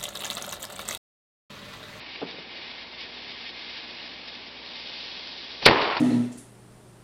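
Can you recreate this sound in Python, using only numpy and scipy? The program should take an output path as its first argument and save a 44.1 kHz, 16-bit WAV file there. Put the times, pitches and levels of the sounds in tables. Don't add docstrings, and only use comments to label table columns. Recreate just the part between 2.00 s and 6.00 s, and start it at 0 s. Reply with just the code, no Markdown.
import sys
import numpy as np
from scipy import signal
from scipy.fft import rfft, irfft
from scipy.io import wavfile

SR = 44100
rng = np.random.default_rng(int(sys.argv[2]) if len(sys.argv) > 2 else 0)


def to_wav(sig):
    pcm = np.clip(np.atleast_2d(sig), -1, 1) * 32767
    pcm = np.round(pcm).astype(np.int16)
    wavfile.write(sys.argv[1], SR, pcm.T)


N = 176400
T = np.arange(N) / SR
HZ = np.maximum(np.fft.rfftfreq(N, 1 / SR), 1)

# (frequency [Hz], density [dB per Hz])
BLAST_SPECTRUM = [(25, -8), (85, -22), (150, -4), (230, -3), (340, 4), (500, 4.5), (700, -3.5), (950, 0.5),
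                  (1400, -1), (2200, 3), (3200, -5), (4300, -3), (5500, -13)]
# (time [s], level [dB])
BLAST_ECHOES = [(3.686, -16), (3.695, -14), (3.7045, -26), (3.711, -17), (3.717, -20)]
# (frequency [Hz], density [dB per Hz])
ECHO_SPECTRUM = [(40, -16), (85, -20), (130, 3.5), (200, 1.5), (400, 5.5), (900, -2.5), (2000, -10),
                 (5000, -25)]
# (frequency [Hz], density [dB per Hz], decay T60 [s])
ROLL_BANDS = [(40, -19, .6), (85, -7.5, 0.54), (130, -3.5, 0.66), (210, -5, 0.72), (380, 4.5, 0.95),
              (600, -3, 1.4), (1000, -1.5, 2.04), (1500, -9.5, 2.35), (2400, -10, 2.36), (3600, -14.5, 2),
              (5510, -21.5, 1.5)]
# (frequency [Hz], density [dB per Hz])
FLASH_SPECTRUM = [(60, -13), (300, -6), (800, -8), (1400, -17.5), (2500, -6.5), (5000, -16)]
# (frequency [Hz], density [dB per Hz])
JET_SPECTRUM = [(200, -31.5), (1500, -16), (3000, -4), (4200, 1.5), (6000, -2.5)]
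# (time [s], level [dB])
FUSE_LEVEL = [(0.0, -41), (0.02, -43.5), (0.17, -40.5), (0.25, -46), (0.29, -38.5), (0.36, -45), (0.4, -41),
              (0.45, -45.5), (0.58, -40), (0.6, -42), (0.68, -39), (0.74, -42.5), (0.82, -39.5),
              (0.84, -43), (0.91, -47.5), (0.92, -42), (0.97, -44), (1.01, -38), (1.07, -42.5),
              (1.28, -40.5), (1.31, -38), (1.35, -43), (1.48, -38.5), (1.52, -44), (1.59, -37.5),
              (1.61, -41), (1.71, -39), (1.74, -40.5), (1.77, -37), (1.82, -42), (1.99, -40.5),
              (2.27, -43.5), (2.28, -37), (2.31, -43.5), (2.36, -39.5), (2.38, -42.5), (2.61, -45),
              (2.66, -41), (2.99, -39), (3.6, -42)]
# (time [s], level [dB])
FUSE_BRIGHTNESS = [(0, -4), (.5, -2.5), (1.0, -1), (2.0, 0), (2.55, 1), (2.8, 2.5), (3.6, 5.5)]
# (frequency [Hz], density [dB per Hz])
HISS_SPECTRUM = [(300, -23.5), (900, -15), (1350, -16), (1800, -7), (2300, 0), (3500, -0.5), (4700, -1),
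                 (6000, -5)]
# (frequency [Hz], width [Hz], lift [dB])
HISS_RESONANCES = [(1142, 62, 10.5), (1505, 59, 7), (1614, 30, 8.5), (1706, 30, 11), (1852, 43, 10),
                   (2020, 35, -11), (2098, 53, 9), (2275, 63, 4.5), (2390, 40, -6.5), (2496, 100, 3.5),
                   (2590, 60, 1.5), (2780, 43, 1.5), (2840, 50, 3.5), (2960, 45, 4.5), (3308, 59, 6.5),
                   (3410, 36, -4.5), (3576, 190, 5.5), (3860, 55, 6.5), (4110, 55, 2.5), (4370, 39, 8),
                   (4460, 35, -5.5), (4600, 86, 3.5), (4840, 52, 1), (5124, 65, 6.5)]
# (time [s], level [dB], rise [s], decay T60 [s])
KNOCK_EVENTS = [(3.767, -44, .002, .06), (3.805, -23, 0.0096, 0.28), (3.878, -33, .001, 0.05),
                (3.909, -27, 0.0011, 0.022), (3.935, -36, .015, .22), (3.967, -24, .001, 0.068)]
# (frequency [Hz], density [dB per Hz])
KNOCK_SPECTRUM = [(100, -14), (500, 1), (1100, 0.5), (1800, -6), (2800, -5.5), (4500, -5.5), (6000, -16)]
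# (time [s], level [dB])
THUMP_HITS = [(0.216, -36), (.2190, -34), (0.2256, -30.5), (.341, -43.5), (.384, -43)]
# (frequency [Hz], density [dB per Hz])
THUMP_SPECTRUM = [(110, -18), (170, -1), (300, -1), (480, -1.5), (620, -9), (770, -5.5), (1050, -10.5),
                  (1600, -19), (4000, -42)]
# (frequency [Hz], level [dB], decay T60 [s])
THUMP_RESONANCES = [(162, -9.5, 0.15), (281, -4, .07), (452, -0.5, 0.038), (505, -2.5, .06),
                    (754, -13, .06)]
# (frequency [Hz], density [dB per Hz])
AIR_SPECTRUM = [(20, -34), (45, -13.5), (90, -6.5), (150, -9), (250, 0), (380, 0.5), (600, -1), (900, -0.5),
                (1300, -7), (2000, -4.5), (6000, -20)]
# (frequency [Hz], level [dB rms])
HUM_TONES = [(59.2, -67), (118.4, -71), (177.6, -66.5), (242.2, -62)]
# (time [s], width [s], depth [dB])
LEVEL_DIPS = [(3.693, 0.00082, 20), (3.702, 0.00089, 17), (3.707, 0.00043, 1)]

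SHOT_S, ATTACK_S = 3.6612, 0.00066
PULSE_S, PULSE_DB = 0.00248, -10
SHOCK_DB, SHOCK_HOLD_S, SHOCK_T60_S = -7.5, 0.0057, .01
BLAST_DB, BLAST_T60_S, BLAST_ROUGH_DB = -8.5, 0.16, 0.9
ECHO_T60_S = .04
ROLL_DB, ROLL_RISE_S, ROLL_PATCHY_DB = -19, 0.015, 2
RETURNS_PER_S, RETURN_SPREAD_DB, RETURNS_DB = 2000, 2.5, -0.5
FLASH_S, FLASH_RISE_S, FLASH_DB, FLASH_T60_S = 3.613, 0.016, -32, .25
VENT_DB, VENT_RISE_S = -30, 0.044
JET_S, JET_RISE_S, JET_DB, JET_T60_S = 3.6505, 0.0078, -8.5, 0.035
FUSE_DB, TREBLE_HZ, FLUTTER_DB, FLUTTER_PER_S = 0.57, 3000, 0.69, 35
SPARKS_PER_S, SPARK_DB, SPARK_SPREAD_DB = 980, -12.5, 6
THUMP_T60_S, THUMP_TAIL_DB, THUMP_TAIL_T60_S = 0.065, -15.5, 0.75
THUMP_LOW_HZ, THUMP_RISE_S = 136, .001
AIR_DB = -48
MIC_TOP_HZ, MIC_STOP_HZ, CUTOFF_HZ = 5180, 6550, 15750
OVERLOAD = .72


def blast():
    age = T - SHOT_S
    phase = age / PULSE_S
    pulse = from_db(PULSE_DB) * (1 - 2 * phase) * ((phase > 0) & (phase < 1))
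    shock_rise = np.clip(age / ATTACK_S, 0, 1)
    shock_decay = 1000 ** -np.clip((age - SHOCK_HOLD_S) / SHOCK_T60_S, 0, 10)
    shock = from_db(SHOCK_DB) * shock_rise * shock_decay
    gas = from_db(BLAST_DB + BLAST_ROUGH_DB * drift(200)) * burst(SHOT_S, ATTACK_S, BLAST_T60_S)
    echoes = sum(from_db(db) * burst(start, ATTACK_S, ECHO_T60_S) for start, db in BLAST_ECHOES)
    return pulse + (shock + gas) * noise(BLAST_SPECTRUM) + echoes * noise(ECHO_SPECTRUM)


def roll():
    scattered = from_db(RETURNS_DB) * clicks(RETURNS_PER_S, RETURN_SPREAD_DB)
    returns = rng.standard_normal(N) + scattered
    spectrum = rfft(colour(returns, over_hz(ROLL_BANDS)))
    out = 0
    for hz, _, t60 in ROLL_BANDS:
        weight = over_hz([(row[0], row[0] == hz) for row in ROLL_BANDS])
        band = irfft(spectrum * weight, N)
        patches = from_db(ROLL_PATCHY_DB * drift(40))
        out = out + band * burst(SHOT_S, ROLL_RISE_S, t60) * patches
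    return from_db(ROLL_DB) * out


def ignition():
    flash = from_db(FLASH_DB) * noise(FLASH_SPECTRUM) * burst(FLASH_S, FLASH_RISE_S, FLASH_T60_S)
    vent = from_db(VENT_DB) * burst(FLASH_S, VENT_RISE_S, FLASH_T60_S)
    jet = from_db(JET_DB) * burst(JET_S, JET_RISE_S, 2 * JET_T60_S) ** 2
    return flash + (vent + jet) * noise(JET_SPECTRUM)


def fuse():
    sparks = from_db(SPARK_DB) * clicks(SPARKS_PER_S, SPARK_SPREAD_DB)
    lift_db = sum(db / (1 + (2 * (HZ - hz) / width) ** 2) for hz, width, db in HISS_RESONANCES)
    hiss = colour(rng.standard_normal(N) + sparks, over_hz(HISS_SPECTRUM) + lift_db)
    treble = irfft(rfft(hiss) / (1 + (TREBLE_HZ / HZ) ** 8), N)
    tilt = from_db(in_time(FUSE_BRIGHTNESS) / 2)
    tilted = treble * tilt + (hiss - treble) / tilt
    level = from_db(FUSE_DB + in_time(FUSE_LEVEL) + FLUTTER_DB * drift(FLUTTER_PER_S))
    return tilted * level * (T < SHOT_S)


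def knocks():
    envelope = sum(from_db(db) * burst(start, rise, t60) for start, db, rise, t60 in KNOCK_EVENTS)
    return noise(KNOCK_SPECTRUM) * envelope


def thump():
    hits, power = np.zeros(N), 0
    for start, db in THUMP_HITS:
        hits[int(start * SR)] += from_db(db)
        body = burst(start, THUMP_RISE_S, THUMP_T60_S)
        tail = from_db(THUMP_TAIL_DB) * burst(start, THUMP_RISE_S, THUMP_TAIL_T60_S)
        power = power + (from_db(db) * (body + tail)) ** 2
    rings = sum(from_db(db) * ring(hits, hz, t60) for hz, db, t60 in THUMP_RESONANCES)
    low_cut = signal.butter(4, THUMP_LOW_HZ, "high", fs=SR, output="sos")
    return signal.sosfilt(low_cut, noise(THUMP_SPECTRUM) * np.sqrt(power) + rings)


def background():
    hum = 0
    for hz, db in HUM_TONES:
        phase = 2 * np.pi * hz * T + .5 * drift(2)
        hum = hum + from_db(db) * np.sqrt(2) * np.sin(phase)
    return from_db(AIR_DB) * noise(AIR_SPECTRUM) + hum


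def microphone(x):
    x = signal.sosfilt(signal.butter(10, MIC_TOP_HZ, fs=SR, output="sos"), x)
    return signal.sosfilt(signal.cheby2(18, 70, MIC_STOP_HZ, fs=SR, output="sos"), x)


def from_db(db):
    return np.exp(np.asarray(db) * (np.log(10) / 20))


def rms_one(x):
    return x / np.sqrt(np.mean(x ** 2) + 1e-20)


def in_time(rows):
    return np.interp(T, *np.transpose(rows))


def over_hz(rows):
    hz, value = np.transpose(rows)[:2]
    return np.interp(np.log(HZ), np.log(hz), value)


def colour(x, spectrum_db):
    return rms_one(irfft(rfft(x) * from_db(spectrum_db) * (HZ < MIC_STOP_HZ), N))


def noise(rows):
    return colour(rng.standard_normal(N), over_hz(rows))


def drift(rate_hz):
    return rms_one(irfft(rfft(rng.standard_normal(N)) / (1 + (HZ / rate_hz) ** 2), N))


def burst(start, rise, t60):
    out = np.zeros(N)
    live = slice(*np.searchsorted(T, [start, start + rise + 2 * t60]))
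    age = T[live] - start
    decay = np.exp(-np.log(1000) * np.maximum(age - rise, 0) / t60)
    out[live] = np.minimum(age / rise, 1) * decay
    return out


def clicks(per_s, spread_db):
    signs = rng.choice([-1, 1], N)
    sizes = signs * from_db(spread_db * np.minimum(rng.exponential(1, N), 5))
    return rms_one(sizes * (rng.random(N) < per_s / SR))


def ring(hits, hz, t60):
    radius = np.exp(-np.log(1000) / (t60 * SR))
    angle = 2 * np.pi * hz / SR
    feedback = [1, -2 * radius * np.cos(angle), radius * radius]
    return signal.lfilter([0, np.sin(angle)], feedback, hits + 1e-18)


def scene():
    return (blast() + roll() + ignition() + fuse() + knocks() + thump() + background())[None]


def record(dry):
    dips_db = sum(db * np.exp(-np.minimum(((T - s) / width) ** 2, 20)) for s, width, db in LEVEL_DIPS)
    x = microphone(dry * from_db(-dips_db))
    clipped = x / (1 + np.abs(x / OVERLOAD) ** 8) ** (1 / 8)
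    top_cut = signal.firwin(401, CUTOFF_HZ, window="blackman", fs=SR)
    return signal.fftconvolve(clipped, top_cut[None], "same")


dry = scene()
out = record(dry)
to_wav(out)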